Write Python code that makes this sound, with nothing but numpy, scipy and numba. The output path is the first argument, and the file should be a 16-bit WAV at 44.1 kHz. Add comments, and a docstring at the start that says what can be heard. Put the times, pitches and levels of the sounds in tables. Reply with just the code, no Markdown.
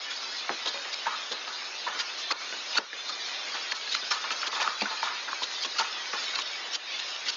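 """A patter of hail and rain runs throughout, swelling and dipping, in a back yard heard by a small outdoor camera.
Noise and thousands of small impacts in third-octave bands make it, with many short faint tones at random pitches.
Over it, stones crack and shatter close to the microphone: short ringing, noisy bursts.
Others knock on a plastic pool, boards and soil: damped rings, thuds and a rattling pool wall.
Ticks of hard contact and a low thump of the camera mount complete the yard; bass and top are cut steeply."""
import sys
import numpy as np
from scipy import signal
from scipy.io import wavfile
from scipy.ndimage import uniform_filter1d
from numba import njit

SR = 44100
rng = np.random.default_rng(int(sys.argv[2]) if len(sys.argv) > 2 else 0)


def inscribe(sig):
    """Save sig as 16-bit PCM at rate SR to the path in sys.argv[1].

    A 1-D sig is mono; a 2-D sig holds one channel per row.
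    Samples are clipped to [-1, 1] before scaling.
    """
    pcm = np.round(np.clip(np.atleast_2d(sig).T, -1, 1) * 32767)
    wavfile.write(sys.argv[1], SR, pcm.astype(np.int16))


N = 324576  # length in samples

# patter over time, swelling with the shower: start_s, level_db, low_db (boost of its low bands)
PATTER_LEVELS = [(0.0, -36.5, 3), (2.659, -36.5, 3), (2.77, -32, 0), (2.97, -37.5, 0.5), (3.16, -36, 3),
                 (3.521, -35, 3.5), (4.14, -36, 0), (4.32, -34, 4.5), (4.67, -34.5, 0), (4.819, -36, 2.5),
                 (6.35, -34, 1.5), (6.77, -38, 6), (6.93, -35, 3), (7.09, -34.5, 1), (7.36, -38.5, 4.5)]
# spectrum of the patter: pitch_hz, level_db (per Hz)
PATTER_COLOUR = [(88, -63), (150, -39), (226, -14), (493, -4), (1420, 1.5), (3380, -2.5), (3850, 1),
                 (4460, 0.5), (4920, -2), (6490, -10), (6930, -17), (7400, -52), (9620, -82), (16300, -120)]
# moments when the patter drops away after some loud stones: start_s, depth_db, length_s
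PATTER_DIPS = [(2.314, -11, 0.012), (2.783, -9.5, 0.1), (3.734, -5.5, 0.021), (4.475, -6.5, 0.0064),
               (5.66, -3, 0.013), (6.416, -2, 0.03), (6.767, -5, 0.064)]
# stones that shatter near the microphone: start_s, level_db, low_ring_hz, high_ring_hz, length_ms
CRACKS = [(0.11, -23, 3440, 5130, 14), (0.385, -29, 3500, 4230, 19), (0.659, -17.5, 3500, 3750, 7),
          (0.675, -16, 3280, 3800, 7.2), (0.685, -17.5, 3800, 4100, 9.7), (0.928, -21, 3630, 4700, 10),
          (0.9412, -15.5, 2400, 4560, 3.5), (1.319, -21, 3730, 4100, 14), (1.991, -18, 3110, 4780, 26),
          (2.1847, -26.5, 3500, 5530, 46), (2.3096, -17, 4300, 4220, 9.8), (2.311, -20.5, 3530, 5370, 7.5),
          (2.3216, -15.5, 2530, 4500, 2.4), (2.753, -22, 2760, 3740, 9.5), (2.772, -25, 3700, 4450, 18),
          (2.7749, -8.5, 4300, 4480, 3.3), (2.784, -11, 2726, 4450, 3.4), (3.089, -22, 3330, 4200, 15),
          (3.541, -25.5, 3180, 4580, 25), (3.717, -16.5, 3180, 4400, 9.5), (3.75, -25, 3470, 4400, 36),
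          (3.92, -19, 3900, 3760, 17), (3.946, -12.5, 2080, 4100, 8), (3.961, -21.5, 3000, 4140, 11),
          (4.111, -14.5, 2410, 5380, 15), (4.114, -20, 3200, 4120, 8.1), (4.117, -30, 1800, 6560, 10),
          (4.133, -21.5, 2020, 4080, 18), (4.3065, -21, 2290, 4320, 29), (4.419, -21.5, 2830, 4460, 13),
          (4.469, -16, 3340, 4150, 14.6), (4.518, -25.5, 3350, 3850, 46), (4.6072, -17.5, 2420, 4640, 26),
          (4.812, -11.5, 2600, 4530, 1.6), (4.819, -15, 2360, 4530, 5.1), (5.027, -23.5, 2700, 4300, 47),
          (5.427, -18, 3510, 3800, 17), (5.626, -18, 4200, 4600, 4), (5.6335, -15, 3200, 4490, 6.6),
          (5.648, -18.5, 2800, 3300, 15), (5.7887, -13, 2760, 4390, 13), (5.801, -18, 3400, 4700, 18),
          (6.132, -26, 1835, 2600, 6.5), (6.2332, -23.5, 3860, 4270, 23), (6.353, -17.5, 3750, 4400, 8.9),
          (6.386, -18.5, 2360, 4080, 15), (6.416, -17.5, 2850, 4500, 8.7), (6.733, -19.5, 3050, 5560, 13),
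          (6.7486, -15.5, 3200, 4690, 13), (6.995, -20.5, 3590, 3880, 6), (7.259, -26, 3760, 4300, 24),
          (7.2858, -15.5, 3040, 4690, 18), (7.3296, -26, 3350, 4100, 18)]
# stones on hollow or soft things: start_s, level_db, pitch_hz, thud_db and pool_db (both against level_db), hold_ms
KNOCKS = [(0.113, -29, 1520, -34, -23, 1.8), (0.493, -22, 1060, -6, -9.5, 1.3),
          (0.658, -31, 1027, -7.5, -3.5, 2), (0.742, -33, 560, -10, -7, 2.2),
          (0.85, -28.5, 1890, -22, -11, 2), (1.059, -26, 1560, -35, -5.5, 5.4),
          (1.0672, -19.5, 910, -40, -8.5, 9.1), (1.108, -35, 1235, -38, -10, 4),
          (1.126, -30, 1180, -35, -6, 3.5), (1.314, -35.5, 1616, -2, -2.5, 2),
          (1.476, -28.5, 1263, -24, -8, 2), (1.866, -22.5, 1017, -37, -10, 3.2),
          (1.874, -20.5, 972, -39, -8.5, 4.5), (1.996, -31.5, 1820, -31, -4, 2),
          (2.306, -22.5, 1113, -22, -13.5, 5), (2.3121, -18, 1227, -28, -19, 2.8),
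          (2.317, -22.5, 1280, -18.5, -17, 3.1), (2.524, -31, 1494, -13, -10, 2),
          (2.7546, -25, 904, -21, -10, 2), (2.768, -23, 1415, -31, -15, 10.6),
          (2.7819, -14, 1360, -20, -28, 3.5), (2.93, -26, 1723, -20, -32, 2.7),
          (3.095, -27, 1237, -19, -15, 1.6), (3.541, -31, 1510, -12.5, -4, 2),
          (3.7208, -19, 1730, -25, -16.5, 1.9), (3.873, -29.5, 1670, -42, -22, 2),
          (3.95, -18.5, 1370, -29, -18, 1.7), (4.111, -24.5, 1210, -36, -1, 3),
          (4.241, -31.5, 1097, -18, -2, 1.7), (4.3067, -23, 1320, -18.5, -13, 5.3),
          (4.43, -23, 1380, -34, -8.5, 3.6), (4.471, -25.5, 1620, -16, -12, 1.8),
          (4.529, -24, 1110, -22, -7.5, 1.8), (4.56, -31, 1130, -26, 1.5, 1.8),
          (4.597, -25.5, 840, -18, -1, 1.8), (4.616, -19, 973, -37, -7.5, 3.8),
          (4.664, -22, 1190, -27, -7.5, 3.4), (4.6761, -13, 1310, -37, -21, 3.7),
          (4.718, -32, 1204, -30, -19, 4), (4.747, -43, 1397, -28, -17, 4),
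          (4.818, -21.5, 900, -10, -10.5, 3), (4.856, -21, 1440, -32, -26, 5),
          (4.909, -33.5, 887, -11, 0, 1.9), (5.028, -23.5, 910, -42, -3, 8.2),
          (5.056, -30, 1047, -41, -7, 2), (5.072, -30, 1215, -36, -6, 2), (5.104, -36, 970, -27, -4, 2),
          (5.278, -30, 1590, -17, -1, 1.8), (5.33, -21, 1110, -27, -26, 2.2),
          (5.419, -24.5, 996, -16.5, -18, 1.7), (5.648, -30, 1095, -9, -11, 1.7),
          (5.788, -21.5, 1400, -36, -7, 4.5), (5.798, -17.5, 950, -26, -8, 3.4),
          (5.808, -20.5, 910, -36, -13, 4.6), (6.1331, -21.5, 1120, -18, -8.5, 2.3),
          (6.355, -34.5, 1412, -12, -2, 2), (6.388, -24.5, 1120, -24, -13.5, 3.3),
          (7.265, -30, 2000, -30, -16, 2)]
# modes of the plastic pool wall, around which each blow varies: pitch_hz, level_db, t60_s
POOL_MODES = [(898, -17, 0.15), (951, -9.5, 0.22), (1051, -9, 0.26), (1173, -12, 0.39), (1279, -10, 0.48),
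              (1419, -11.5, 0.38), (1703, -8.5, 0.2), (2310, -24.5, 0.069)]
# dry instant of contact of a hard stone: start_s, level_db, pitch_hz
TICKS = [(0.2445, -26.0, 3260.0), (0.3992, -26.0, 3850.0), (0.494, -14.5, 1620.0), (0.6598, -20.0, 3200.0),
         (0.7423, -24.0, 2970.0), (0.7757, -22.0, 2750.0), (0.8479, -23.0, 2810.0), (0.9335, -25.0, 4370.0),
         (0.9427, -17.0, 4110.0), (1.3187, -19.0, 3490.0), (1.3796, -22.0, 3420.0), (1.4492, -25.0, 3210.0),
         (1.4801, -24.0, 2880.0), (1.8776, -20.0, 1590.0), (2.0029, -19.0, 3000.0), (2.1871, -24.0, 4170.0),
         (2.3123, -13.0, 1710.0), (2.3242, -20.0, 3400.0), (2.5265, -23.0, 2220.0), (2.7562, -20.0, 2150.0),
         (2.7759, -15.0, 3770.0), (2.7828, -18.0, 2200.0), (3.3468, -20.0, 3050.0), (3.5726, -20.0, 2760.0),
         (3.7215, -15.0, 2060.0), (3.8129, -24.0, 3050.0), (3.8769, -24.0, 2260.0), (3.9341, -22.0, 3360.0),
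         (3.9508, -14.0, 3730.0), (3.9716, -24.0, 3010.0), (4.1109, -21.0, 2400.0), (4.1184, -17.0, 2420.0),
         (4.2418, -21.0, 2780.0), (4.3071, -14.0, 2400.0), (4.3233, -19.0, 2850.0), (4.4173, -20.0, 3300.0),
         (4.4338, -20.0, 1890.0), (4.4413, -23.0, 2800.0), (4.4761, -18.0, 3240.0), (4.5525, -22.0, 3230.0),
         (4.6027, -18.0, 2100.0), (4.6111, -15.0, 2280.0), (4.6766, -20.0, 2600.0), (4.8126, -18.0, 2430.0),
         (4.819, -18.0, 3300.0), (4.8251, -21.0, 2090.0), (4.8594, -22.0, 2330.0), (5.0302, -17.0, 1400.0),
         (5.0828, -21.0, 2690.0), (5.2501, -24.0, 3840.0), (5.3315, -19.0, 1410.0), (5.4341, -16.0, 3240.0),
         (5.5141, -24.0, 3270.0), (5.6348, -19.0, 4030.0), (5.7944, -16.0, 2790.0), (5.8053, -21.0, 3100.0),
         (5.9283, -22.0, 3660.0), (6.0574, -22.0, 2250.0), (6.1344, -21.0, 1840.0), (6.2312, -23.0, 3900.0),
         (6.2821, -21.0, 3160.0), (6.3513, -22.0, 3680.0), (6.3566, -17.0, 3470.0), (6.3906, -21.0, 2740.0),
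         (6.4237, -21.0, 3850.0), (6.4762, -23.0, 3210.0), (6.5345, -24.0, 3010.0), (6.7509, -18.0, 3600.0),
         (6.7628, -23.0, 3940.0), (7.0004, -24.0, 3610.0), (7.0849, -23.0, 3500.0), (7.1645, -22.0, 3640.0),
         (7.2917, -17.0, 4400.0), (7.3033, -23.0, 4680.0)]
# a heavy stone shakes the camera mount: start_s, level_db, pitch_hz, t60_s
MOUNT_THUMPS = [(4.816, -29, 210, 0.11), (4.81, -22, 52, 0.12)]

# Smaller stones landing by chance: one row (mean, spread) for each column after start_s of the table above.
# rows: level_db, low_ring_hz, high_ring_hz, length_ms
SMALL_CRACKS = [(-30, 2), (2999, 500), (4303.5, 310), (9, 2.2)]
# rows: level_db, pitch_hz, thud_db, pool_db, hold_ms
SMALL_KNOCKS = [(-34, 2.2), (1394.5, 140), (-23.5, 6.7), (-13, 4.6), (0.5, .8)]
# rows: level_db, pitch_hz
SMALL_TICKS = [(-31.5, 1.5), (3197, 280)]
# how often small stones land: knocks_per_s, cracks_per_s, ticks_per_s
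SMALL_RATES = (1.5, 1.5, 3)

HIGH_RING_DB = 4.5  # high ring of a crack against its low one
CLEAR_RING = 1  # clear tone in the rings of a crack, against their rough part
SPLINTERS_PER_MS = 0.048  # extra broad spatter of a crack against its rings, per ms of its length
KNOCK_T60_S, SHORTER_PER_DB = 0.047, 0.1848  # ring of a -26 dB, 1300 Hz knock; louder ones die faster
LOW_RINGS_LONGER = 0.99  # a knock rings as (1300 Hz / pitch) to this power
OVERTONE, OVERTONE_DB = 1.5, -13  # rough second ring of a knock: multiple of its pitch, level
WALL_RISE_S = 0.019  # the pool wall takes up a blow more slowly than the struck spot
TOP_HZ, SHELF_HZ, BOTTOM_HZ = 7450, 6850, 180  # microphone response: top cut, shelf, bass cut
SHELF_DB, BASS_LEAK_DB = -14.5, -36.5  # what is left above the shelf and of the deep bass


def undb(db):
    """Gain of a level in dB."""
    return 10 ** (np.asarray(db) / 20)


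def unit(x):
    """Scaled to rms 1."""
    return x / np.sqrt(np.mean(x ** 2))


def band(x, hz, width_hz):
    """Resonant band-pass, gain 1 at the centre."""
    return signal.lfilter(*signal.iirpeak(min(hz, .4 * SR), hz / width_hz, fs=SR), x)


def fade(t, t60):
    """Exponential decay by 60 dB in t60 seconds (3 ms at least)."""
    return np.exp(-np.log(1000) * t / max(t60, .003))


def add(out, s, sound):
    """Mixes a sound in at time s."""
    i = max(int(s * SR), 0)
    out[i:i + len(sound)] += sound[:N - i]


def scatter(per_s, columns):
    """Rows of events at random moments, each column drawn around its mean."""
    mean, spread = np.transpose(columns)
    count = int(per_s * N / SR)
    start_s = rng.random(count) * N / SR
    values = mean + spread * rng.standard_normal((count, len(mean)))
    return list(np.column_stack([start_s, values]))


def walk(rate):
    """Random levels held 1 / rate s and smoothed twice over that time; spread 1."""
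    hold = int(SR / rate)
    steps = np.repeat(rng.standard_normal(N // hold + 1), hold)
    smooth = uniform_filter1d(uniform_filter1d(steps, hold), hold)[:N]
    return smooth / smooth.std()


def drops(rate, spread_db):
    """Single-sample impacts at random moments; many are small, a few large."""
    when, size, sign = rng.random((int(rate * N / SR) + 1, 3)).T
    size_db = spread_db * np.minimum(-np.log(size + 1e-9), 3.8)
    out = np.zeros(N)
    out[(when * N).astype(int)] = np.sign(sign - .5) * undb(size_db)
    return unit(out)


@njit
def decaying_tones(count, start, hz, size, t60):
    """Decaying sines, each made by a turning and shrinking complex number."""
    out = np.zeros(count)
    for k in range(len(start)):
        z = size[k] + 0j
        turn = np.exp((2j * np.pi * hz[k] - np.log(1000) / t60) / SR)
        for i in range(start[k], min(count, start[k] + int(t60 * SR))):
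            z *= turn
            out[i] += z.imag
    return out


def short_tones(hz):
    """Many short decaying tones at random pitches around hz, which roughen the patter."""
    when, pitch, size = rng.random((int(.03 * hz * N / SR), 3)).T
    start = (when * N).astype(int)
    tone_hz = hz * (.89 + .23 * pitch)
    return unit(decaying_tones(N, start, tone_hz, undb(-2.5 * np.log(size + 1e-2)), .24))


def patter():
    """Third-octave bands of far hiss and nearer drops, each flickering by itself, roughened by short tones."""
    t = np.arange(N) / SR
    start_s, level_db, low_db = np.transpose(PATTER_LEVELS)
    level_db, low_db = (np.interp(t, start_s, column) for column in (level_db, low_db))
    for start, depth_db, length in PATTER_DIPS:
        corners = start + np.array([-.004, 0, length, length + 0.085])
        level_db = level_db + depth_db * np.interp(t, corners, [0, 1, 1, 0])
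    colour_hz, colour_db = np.transpose(PATTER_COLOUR)
    near = drops(170, spread_db=6.0)  # shared by all bands
    out = 0
    for hz in 190 * 2 ** np.arange(0, 5.3, 1 / 3):
        far_hiss = rng.standard_normal(N)
        grain = far_hiss + undb(-5.0) * near + undb(-2.5) * drops(400, spread_db=3.0)
        sound = band(band(grain, hz, hz / 3), hz, hz / 3)
        tone_share = undb(5) * min(hz / 2500, 1) ** 2  # weaker in the low bands
        sound = sound + tone_share * sound.std() * short_tones(hz)
        lowness = 1 / (1 + (hz / 1700) ** 4)
        flicker_db = 1.1 * walk(22)
        band_db = np.interp(np.log(hz), np.log(colour_hz), colour_db) + lowness * low_db + flicker_db
        out = out + undb(band_db) * sound
    return unit(out) * undb(level_db)


def cracks():
    """Short ringing, noisy bursts: a spatter of ice splinters with two rough rings."""
    out, t = np.zeros(N), np.arange(SR // 8) / SR
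    lead_s = .014  # fade-in time before the listed moment
    after_ms = 1000 * np.maximum(t - lead_s, 0)

    def ring(noise, hz, width_hz):
        """A clear tone with narrow noise around it."""
        rough = unit(band(band(noise, hz, width_hz), hz, width_hz))
        return CLEAR_RING * np.sin(2 * np.pi * hz * t) + rough

    for s, db, low_hz, high_hz, length_ms in CRACKS + scatter(SMALL_RATES[1], SMALL_CRACKS):
        noise = rng.standard_normal((3, len(t)))
        rings = ring(noise[0], low_hz, 450) + undb(HIGH_RING_DB) * ring(noise[1], high_hz, 300)
        splinters = (0.36 + SPLINTERS_PER_MS * length_ms) * unit(band(noise[2], 3900, 3200))
        spatter = unit(rings) + splinters
        fade_in = np.clip(t / lead_s, 0, 1) ** 2.2
        fade_out = 1 / (1 + (after_ms / max(length_ms, 1.5)) ** 8)
        add(out, s - lead_s, undb(db) * fade_in * fade_out * spatter / np.abs(spatter).max())
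    return out


def pool_wall(noise, t):
    """The stone bounces and the wall rattles on, so every mode is fed unevenly and sits slightly off pitch."""
    wall = 0
    chance = rng.standard_normal((len(POOL_MODES), 2))
    for (hz, db, t60), (level, detune) in zip(POOL_MODES, chance):
        mode = unit(band(noise, hz * (1 + 0.013 * detune), 37))
        wall = wall + undb(db + 2 * level) * mode * fade(t, t60)
    return (1 - fade(t, WALL_RISE_S)) * wall


def knocks():
    """A rough damped ring at the pitch of the struck thing, a thud, and the rattling ring of the pool wall."""
    out, t = np.zeros(N), np.arange(SR // 3) / SR
    for s, db, hz, thud_db, pool_db, hold_ms in KNOCKS + scatter(SMALL_RATES[0], SMALL_KNOCKS):
        # a harder blow is drier, a lower pitch rings longer
        t60 = KNOCK_T60_S * np.exp(-SHORTER_PER_DB * (db + 26))
        t60 = t60 * (1300 / np.clip(hz, 850, 1600)) ** LOW_RINGS_LONGER
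        noise = rng.standard_normal((3, len(t)))
        ring = np.sin(2 * np.pi * hz * t) + 0.4 * unit(band(noise[0], hz, 0.2 * hz))
        ring = ring + undb(OVERTONE_DB) * unit(band(noise[1], OVERTONE * hz, 0.39 * hz))
        ring = 0.69 * ring * fade(np.maximum(t - hold_ms / 1000, 0), t60)
        thud = unit(band(band(noise[1], 500, 720), 500, 720)) * fade(t, 0.17)
        blow = ring + undb(thud_db) * thud + undb(pool_db) * pool_wall(noise[2], t)
        onset = 1 - fade(t, .006)
        add(out, s - .001, undb(db) * onset * blow)
    return out


def ticks():
    """Hard contact: one or two cycles each in a bell-shaped envelope, centred on the moment of contact."""
    out, t = np.zeros(N), np.arange(-100, 100) / SR
    for s, db, hz in TICKS + scatter(SMALL_RATES[2], SMALL_TICKS):
        envelope = np.exp(-(t * hz / .8) ** 2)
        add(out, s + t[0], undb(db) * np.sin(2 * np.pi * hz * t) * envelope)
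    return out


def mount_thumps():
    """The shaken camera mount: low sines that rise softly and die away."""
    out, t = np.zeros(N), np.arange(SR // 3) / SR
    for s, db, hz, t60 in MOUNT_THUMPS:
        add(out, s, undb(db) * np.sin(2 * np.pi * hz * t) * (1 - fade(t, 0.016)) * fade(t, t60))
    return out


def scene():
    """Everything in the yard reaches one microphone."""
    return (patter() + cracks() + knocks() + ticks() + mount_thumps())[None]


def steep_low_pass(x, hz):
    """Elliptic low-pass, nearly a wall."""
    return signal.sosfilt(signal.ellip(11, .3, 75, hz, fs=SR, output="sos"), x)


def high_pass(x, hz):
    """Butterworth high-pass of order 8."""
    return signal.sosfilt(signal.butter(8, hz, "high", fs=SR, output="sos"), x)


def record(dry):
    """The camera turns down the bass and the top steeply over a faint hiss of its own."""
    deep_bass = signal.sosfilt(signal.butter(4, 100, fs=SR, output="sos"), dry)
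    x = high_pass(dry, BOTTOM_HZ) + undb(BASS_LEAK_DB) * deep_bass
    x = steep_low_pass(x, SHELF_HZ) + undb(SHELF_DB) * high_pass(x, SHELF_HZ)
    # hiss enters both before and after the top cut
    x = steep_low_pass(x + undb(-101) * rng.standard_normal(x.shape), TOP_HZ)
    return x + undb(-101) * rng.standard_normal(x.shape)


dry = scene()
out = record(dry)
inscribe(out)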